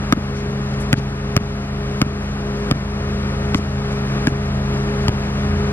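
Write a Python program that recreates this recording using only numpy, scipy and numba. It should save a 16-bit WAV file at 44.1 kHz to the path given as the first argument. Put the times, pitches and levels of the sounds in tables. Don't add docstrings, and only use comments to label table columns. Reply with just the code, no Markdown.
import sys
import numpy as np
from scipy import signal
from scipy.fft import rfft, irfft
from scipy.io import wavfile
from scipy.ndimage import uniform_filter1d, minimum_filter1d, map_coordinates
from numba import njit

SR = 44100
rng = np.random.default_rng(int(sys.argv[2]) if len(sys.argv) > 2 else 0)


def persist_wave(psi):
    counts = np.round(np.clip(psi, -1, 1) * 32767).astype(np.int16)
    wavfile.write(sys.argv[1], SR, np.atleast_2d(counts).T)


def boost_factor(decibels):
    exponent = np.asarray(decibels, float) / 20
    return 10 ** exponent


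N = 252252
TIME = np.arange(N) / SR
BLOW = np.arange(1400) / SR
TAIL = np.arange(9000) / SR

# (multiple of shaft speed, level over the rush [dB])
FAN_ORDERS = [(2, 1), (10, -14), (20, -14.5), (25, -12.5), (30, -16)]
# (multiple of motor hum, level over the rush [dB])
MOTOR_HARMONICS = [(1, 5), (3, -14.5), (6, -13), (9, -15)]
# (time [s], lag [turns], strength share [0-1])
MOTOR_SLIP = [
    (0.15, 0.01, .6),
    (0.7, 0.95, .3),
    (1.75, 3.2, 0.2),
    (2.3, 3.98, .75),
    (2.78, 5, 1),
    (3.15, 5.74, 0.15),
    (4.55, 9.01, 0.8),
    (5.3, 10, 0.35),
    (5.72, 10.6, .6),
]
# (time [s], level [dB])
FAN_THROB = [(0, -30.5), (.55, -34.5), (.85, -30.5), (1.55, -34.5), (2.3, -29), (2.62, -38.5), (2.95, -28),
             (3.5, -25.5), (4.17, -35), (4.55, -25.5), (4.92, -34), (5.08, -24), (5.3, -32.5), (5.53, -21),
             (5.72, -29)]
# (frequency [Hz], density [dB per Hz])
RUSH_SPECTRUM = [(28, -23.5), (45, -7.5), (105, -5.5), (170, -5), (260, -8), (520, -11.5), (900, -14.5),
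                 (1300, -12.5), (2000, -19), (3000, -23), (5000, -26.5), (8000, -34), (12000, -39),
                 (14500, -50)]
# (time [s], strength [dB], thump [Hz], air ring [Hz], brightness [dB])
BOUNCES = [
    (0.1245, 0, 231, 1254, 0),
    (0.9291, -.5, 184, 1510, 4.5),
    (1.3654, -1, 146, 1214, 6.5),
    (2.016, -2.5, 215, 1205, 1.5),
    (2.712, -3, 193, 1310, -3),
    (3.546, -3.5, 213, 1134, -3),
    (4.2709, -2, 219.5, 1790, -5.5),
    (5.0822, -4.5, 133, 980, 0.5),
]
# (ratio to the ring, level [dB], 60 dB decay [s])
AIR_MODES = [(.55, -7, 0.013), (1.002, 2, 0.016), (1.3, -1.5, 0.013), (1.65, -2.5, 0.013),
             (2.199, -6.5, 0.01), (2.85, -9.5, 0.01), (3.7, -5.5, .007), (4.6, -6.5, 0.0094)]
# (time [s], length [s], start band [Hz], end band [Hz], level [dB])
SCUFFS = [
    (0.348, 0.081, 7300, 5000, -44),
    (0.735, 0.018, 6060, 5000, -42),
    (0.795, 0.056, 11000, 6470, -41.5),
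    (0.964, .04, 5000, 5200, -39),
    (2.22, .025, 10800, 10160, -50.5),
    (3.553, 0.042, 8000, 6500, -36.5),
    (3.919, 0.02, 8950, 8000, -44),
    (4.269, 0.039, 8000, 7150, -40),
    (4.772, 0.043, 11000, 9900, -63),
]
# (frequency [Hz], phase [radians])
PORT_LAG = [(60, 0), (430, 0.27), (860, 1.02), (1120, 1.5), (2580, 2), (3620, 3), (7000, 3.0), (13500, 3.2)]
# (frequency [Hz], left minus right [dB])
PORT_SHADE = [(60, 0.0), (110, 0.0), (200, 1.0), (380, 1.5), (700, 4.5), (1290, 6), (2380, 1), (4400, 4),
              (8120, 0), (15000, 1)]

SHAFT_HZ, MOTOR_HZ = 27.24, 204.7
THIRD_DB = -0.5
BLADE_DB, PAIR_DB = 5, -1.5
SWELL_DB, SWELL_HZ, SWELL_TOP_S = 1.7, 0.29, 0.9
RUSH_DB, CREEP_DB_PER_S, KNOCK_DB, RECOVER_S = -32, 0.81, -2.5, 0.82
STIFF_HZ, CONTACT_S = 200, 0.0105
TROUGH_MS, TROUGH_MS_PER_HZ = 4.8, 0.0096
DIP_DB, SLAP_DB, LIFT_DB_PER_HZ = -7.5, -8.5, -0.0331
CRACK_DB, RING_DB, RING_DB_PER_S = -1, -4, -1.06
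ECHO_MS, ECHO_MS_PER_S, ECHO_DB = 46, -0.65, -12
MIC_LOW_HZ = 28.4
TREBLE_JITTER = np.repeat(rng.standard_normal((2, 32, N // 2048 + 2)), 2, axis=2)
CIRCUIT = rng.standard_normal(N)


def level(x, db):
    return x * boost_factor(db) / np.sqrt(np.mean(x ** 2))


def walk(rate):
    k = int(SR / rate)
    steps = np.repeat(rng.standard_normal(N // k + 1), k)
    return 1.274 * uniform_filter1d(uniform_filter1d(steps, k), k)[:N]


def band(x, lo_hz, hi_hz):
    return signal.sosfilt(signal.butter(2, [lo_hz, min(hi_hz, 0.45 * SR)], "band", fs=SR, output="sos"), x)


def pole(x, hz, kind):
    return signal.lfilter(*signal.butter(1, hz, kind, fs=SR), x)


def add(out, s, sound):
    i = int(s * SR)
    out[i:i + len(sound)] += sound[:N - i]


def curve(table):
    hz, value = np.transpose(table)
    return np.interp(np.log(np.fft.rfftfreq(N, 1 / SR) + 1), np.log(hz), value)


def machine_tone(hz, db):
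    phase = np.cumsum(hz * (1 + 0.00054 * walk(1.984))) / SR + rng.random()
    return np.sqrt(2) * boost_factor(db + 0.8 * walk(14)) * np.sin(2 * np.pi * phase)


def rush():
    noise = irfft(rfft(rng.standard_normal(N)) * boost_factor(curve(RUSH_SPECTRUM)), N)
    return level(noise, 4.47) * boost_factor(0.5 * walk(14))


def rush_level():
    since = TIME - np.array(BOUNCES)[:, :1]
    knocks = np.sum((since > 0) * np.exp(-np.abs(since) / RECOVER_S), axis=0)
    return boost_factor(RUSH_DB + CREEP_DB_PER_S * TIME + KNOCK_DB * knocks)


def cooling_units(rush_gain):
    fan = sum(machine_tone(k * SHAFT_HZ, db) for k, db in FAN_ORDERS)
    motor = sum(machine_tone(k * MOTOR_HZ, db) for k, db in MOTOR_HARMONICS)
    s, turns, share = np.transpose(MOTOR_SLIP)
    twin = np.interp(TIME, s, share) * np.exp(2j * np.pi * np.interp(TIME, s, turns))
    pair = np.abs(1 - twin) * machine_tone(2 * MOTOR_HZ, PAIR_DB)
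    swell_db = SWELL_DB * np.cos(2 * np.pi * SWELL_HZ * (TIME - SWELL_TOP_S))
    blades = machine_tone(5 * SHAFT_HZ, BLADE_DB + swell_db)
    throb_db = np.interp(TIME, *np.transpose(FAN_THROB))
    throb = machine_tone(3 * SHAFT_HZ, THIRD_DB + throb_db)
    return rush_gain * (fan + motor + blades + pair) + throb


def crack(ring_hz, ring_db, bright_db, chance):
    rings = 0
    for (ratio, db, t60), (db_luck, hz_luck) in zip(AIR_MODES, chance):
        mode = np.sin(2 * np.pi * ring_hz * ratio * (1 + 0.059 * hz_luck) * BLOW)
        rings = rings + boost_factor(db + 2.4 * db_luck) * mode * np.exp(-np.log(1000) * BLOW / t60)
    click = -np.sin(2 * np.pi * 3200 * BLOW) * np.exp(-BLOW / 0.00042)
    click = click - 0.45 * np.sin(2 * np.pi * 4200 * BLOW) * np.exp(-((BLOW - 0.0005) / 0.0001) ** 2)
    grit = band(rng.standard_normal(len(BLOW)), 1600, 15000) * np.exp(-BLOW / 0.0022)
    top_hz = min(9000 * boost_factor(2.1 * bright_db), 0.4 * SR)
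    snap = pole(boost_factor(7) * click + boost_factor(-5) * grit, top_hz, "low")
    return snap + boost_factor(ring_db + 1.76) * rings


def squash_thump(hz, thump_db, lag_ms, dip_db):
    squash = np.exp(-((BLOW - lag_ms * 0.001 - 0.001) / 0.0031) ** 2)
    swing = np.cos(2 * np.pi * hz * (BLOW - lag_ms * 0.000997))
    swing = swing + 0.1 * np.cos(3 * np.arccos(swing))
    lift = np.maximum(BLOW - CONTACT_S, 0)
    suction = np.sin(2 * np.pi * 130 * lift) * np.exp(-lift / 0.0023)
    return -boost_factor(thump_db) * squash * swing - boost_factor(dip_db + 5.5) * suction


def court(hits):
    near = band(rng.standard_normal(len(TAIL)), 360, 2500) * np.exp(-TAIL / 0.0047) * boost_factor(-51.5)
    far = band(rng.standard_normal(len(TAIL)), 110, 760) * np.exp(-TAIL / 0.032) * (TAIL > 0.055) * boost_factor(-46.5)
    return hits + signal.fftconvolve(hits, near + far)[:N]


def ball():
    out = np.zeros(N)
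    chance = rng.standard_normal((len(BOUNCES), 2, len(AIR_MODES), 2))
    for (s, thump_db, hz, ring_hz, bright_db), (hit_luck, slap_luck) in zip(BOUNCES, chance):
        lag_ms = TROUGH_MS + TROUGH_MS_PER_HZ * (hz - STIFF_HZ)
        lift_db = LIFT_DB_PER_HZ * (hz - STIFF_HZ)
        crack_db, ring_db = thump_db + CRACK_DB, RING_DB + RING_DB_PER_S * s
        thump = squash_thump(hz, thump_db, lag_ms, DIP_DB + lift_db)
        add(out, s, thump + boost_factor(crack_db) * crack(ring_hz, ring_db, bright_db, hit_luck))
        slap = pole(crack(ring_hz, ring_db, bright_db, slap_luck), 1800, "low")
        add(out, s + CONTACT_S, boost_factor(crack_db + SLAP_DB + lift_db) * slap)
        add(out, s + (ECHO_MS + ECHO_MS_PER_S * s) / 1000, boost_factor(ECHO_DB) * thump)
    return court(out)


def shoes():
    out = np.zeros(N)
    for s, length, from_hz, to_hz, db in SCUFFS:
        n = int(length * SR)
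        u = np.arange(n) / n
        grit = rng.standard_normal((4000, 2))[:n].T
        start = band(grit[0], from_hz / 1.8, from_hz)
        end = band(grit[1], to_hz / 3.4, to_hz * 1.38)
        sole = (1 - u) * start + u * end
        add(out, s, level(sole * np.sin(np.pi * u ** 0.66), db))
    return out


def ports(left):
    turn = boost_factor(-curve(PORT_SHADE)) * np.exp(-1j * curve(PORT_LAG))
    return np.array([left, irfft(rfft(left) * turn, N)])


def scene():
    rush_gain = rush_level()
    tones = cooling_units(rush_gain)
    soles = shoes()
    around = np.array([boost_factor(-7) * band(rush(), 434, 2100) + boost_factor(-9.5) * pole(rush(), 2700, "high")
                       for ear in "LR"])
    front = ports(tones + rush_gain * rush() + pole(ball(), MIC_LOW_HZ, "high") + soles)
    return front + rush_gain * around + boost_factor(-9.5) * soles


@njit
def follow(x, attack, release):
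    e, out = 0., np.empty(len(x))
    for i in range(len(x)):
        e += (x[i] - e) * (attack if x[i] > e else release)
        out[i] = e
    return out


def limiter(x):
    peak = follow(np.abs(x).max(axis=0), 1 / (0.0057 * SR), 1 / (0.025 * SR))
    gain = np.minimum(boost_factor(-13.5) / (peak + 1e-9), 1) ** 0.71
    gain = map_coordinates(gain, [np.arange(N) - 0.0085 * SR], order=1, mode="nearest")
    return np.clip(x * gain, -1, 1)


def sparse_treble(x, from_hz, floor_db, tilt_db, jitter_db, size=32):
    hz, _, z = signal.stft(np.pad(x, (0, 2048), "reflect"), SR, nperseg=2048)
    hz, z = hz[:-1], z[:-1]
    power = np.mean(np.abs(z.reshape(-1, size, z.shape[1])) ** 2, axis=1)
    power_db = 10 * np.log10(power + 1e-20)
    middle_db = minimum_filter1d(np.median(power_db[2:8], axis=0), size=5)
    start_hz = hz[::size, None] + 1
    floor = middle_db + floor_db + tilt_db * np.log2(start_hz / from_hz) + jitter_db[:, :z.shape[1]]
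    kept = z * np.repeat((power_db > floor) | (start_hz < from_hz), size, axis=0)
    strong = 20 * np.log10(np.abs(z) + 1e-20) > np.repeat(floor, size, axis=0) + 3.5
    kept = kept * (strong | (hz[:, None] < from_hz + size * hz[1]))
    return signal.istft(np.r_[kept, 0 * z[:1]], SR, nperseg=2048)[1][:N]


def roll_off(x):
    return signal.sosfilt(signal.butter(12, 17580, fs=SR, output="sos"), x)


def record(dry):
    left, right = limiter(dry)
    mid = sparse_treble((left + right) / 2, 5300, -6.5, tilt_db=-4.5, jitter_db=4.2 * TREBLE_JITTER[0])
    side = sparse_treble((left - right) / 2, 12000, -20.5, tilt_db=10, jitter_db=3.2 * TREBLE_JITTER[1])
    side = side + level(band(band(CIRCUIT, 14850, 15100), 14850, 15100), -80)
    mix = np.clip(np.array([mid + side, mid - side]), -1, 1)
    return roll_off(mix)


dry = scene()
out = record(dry)
persist_wave(out)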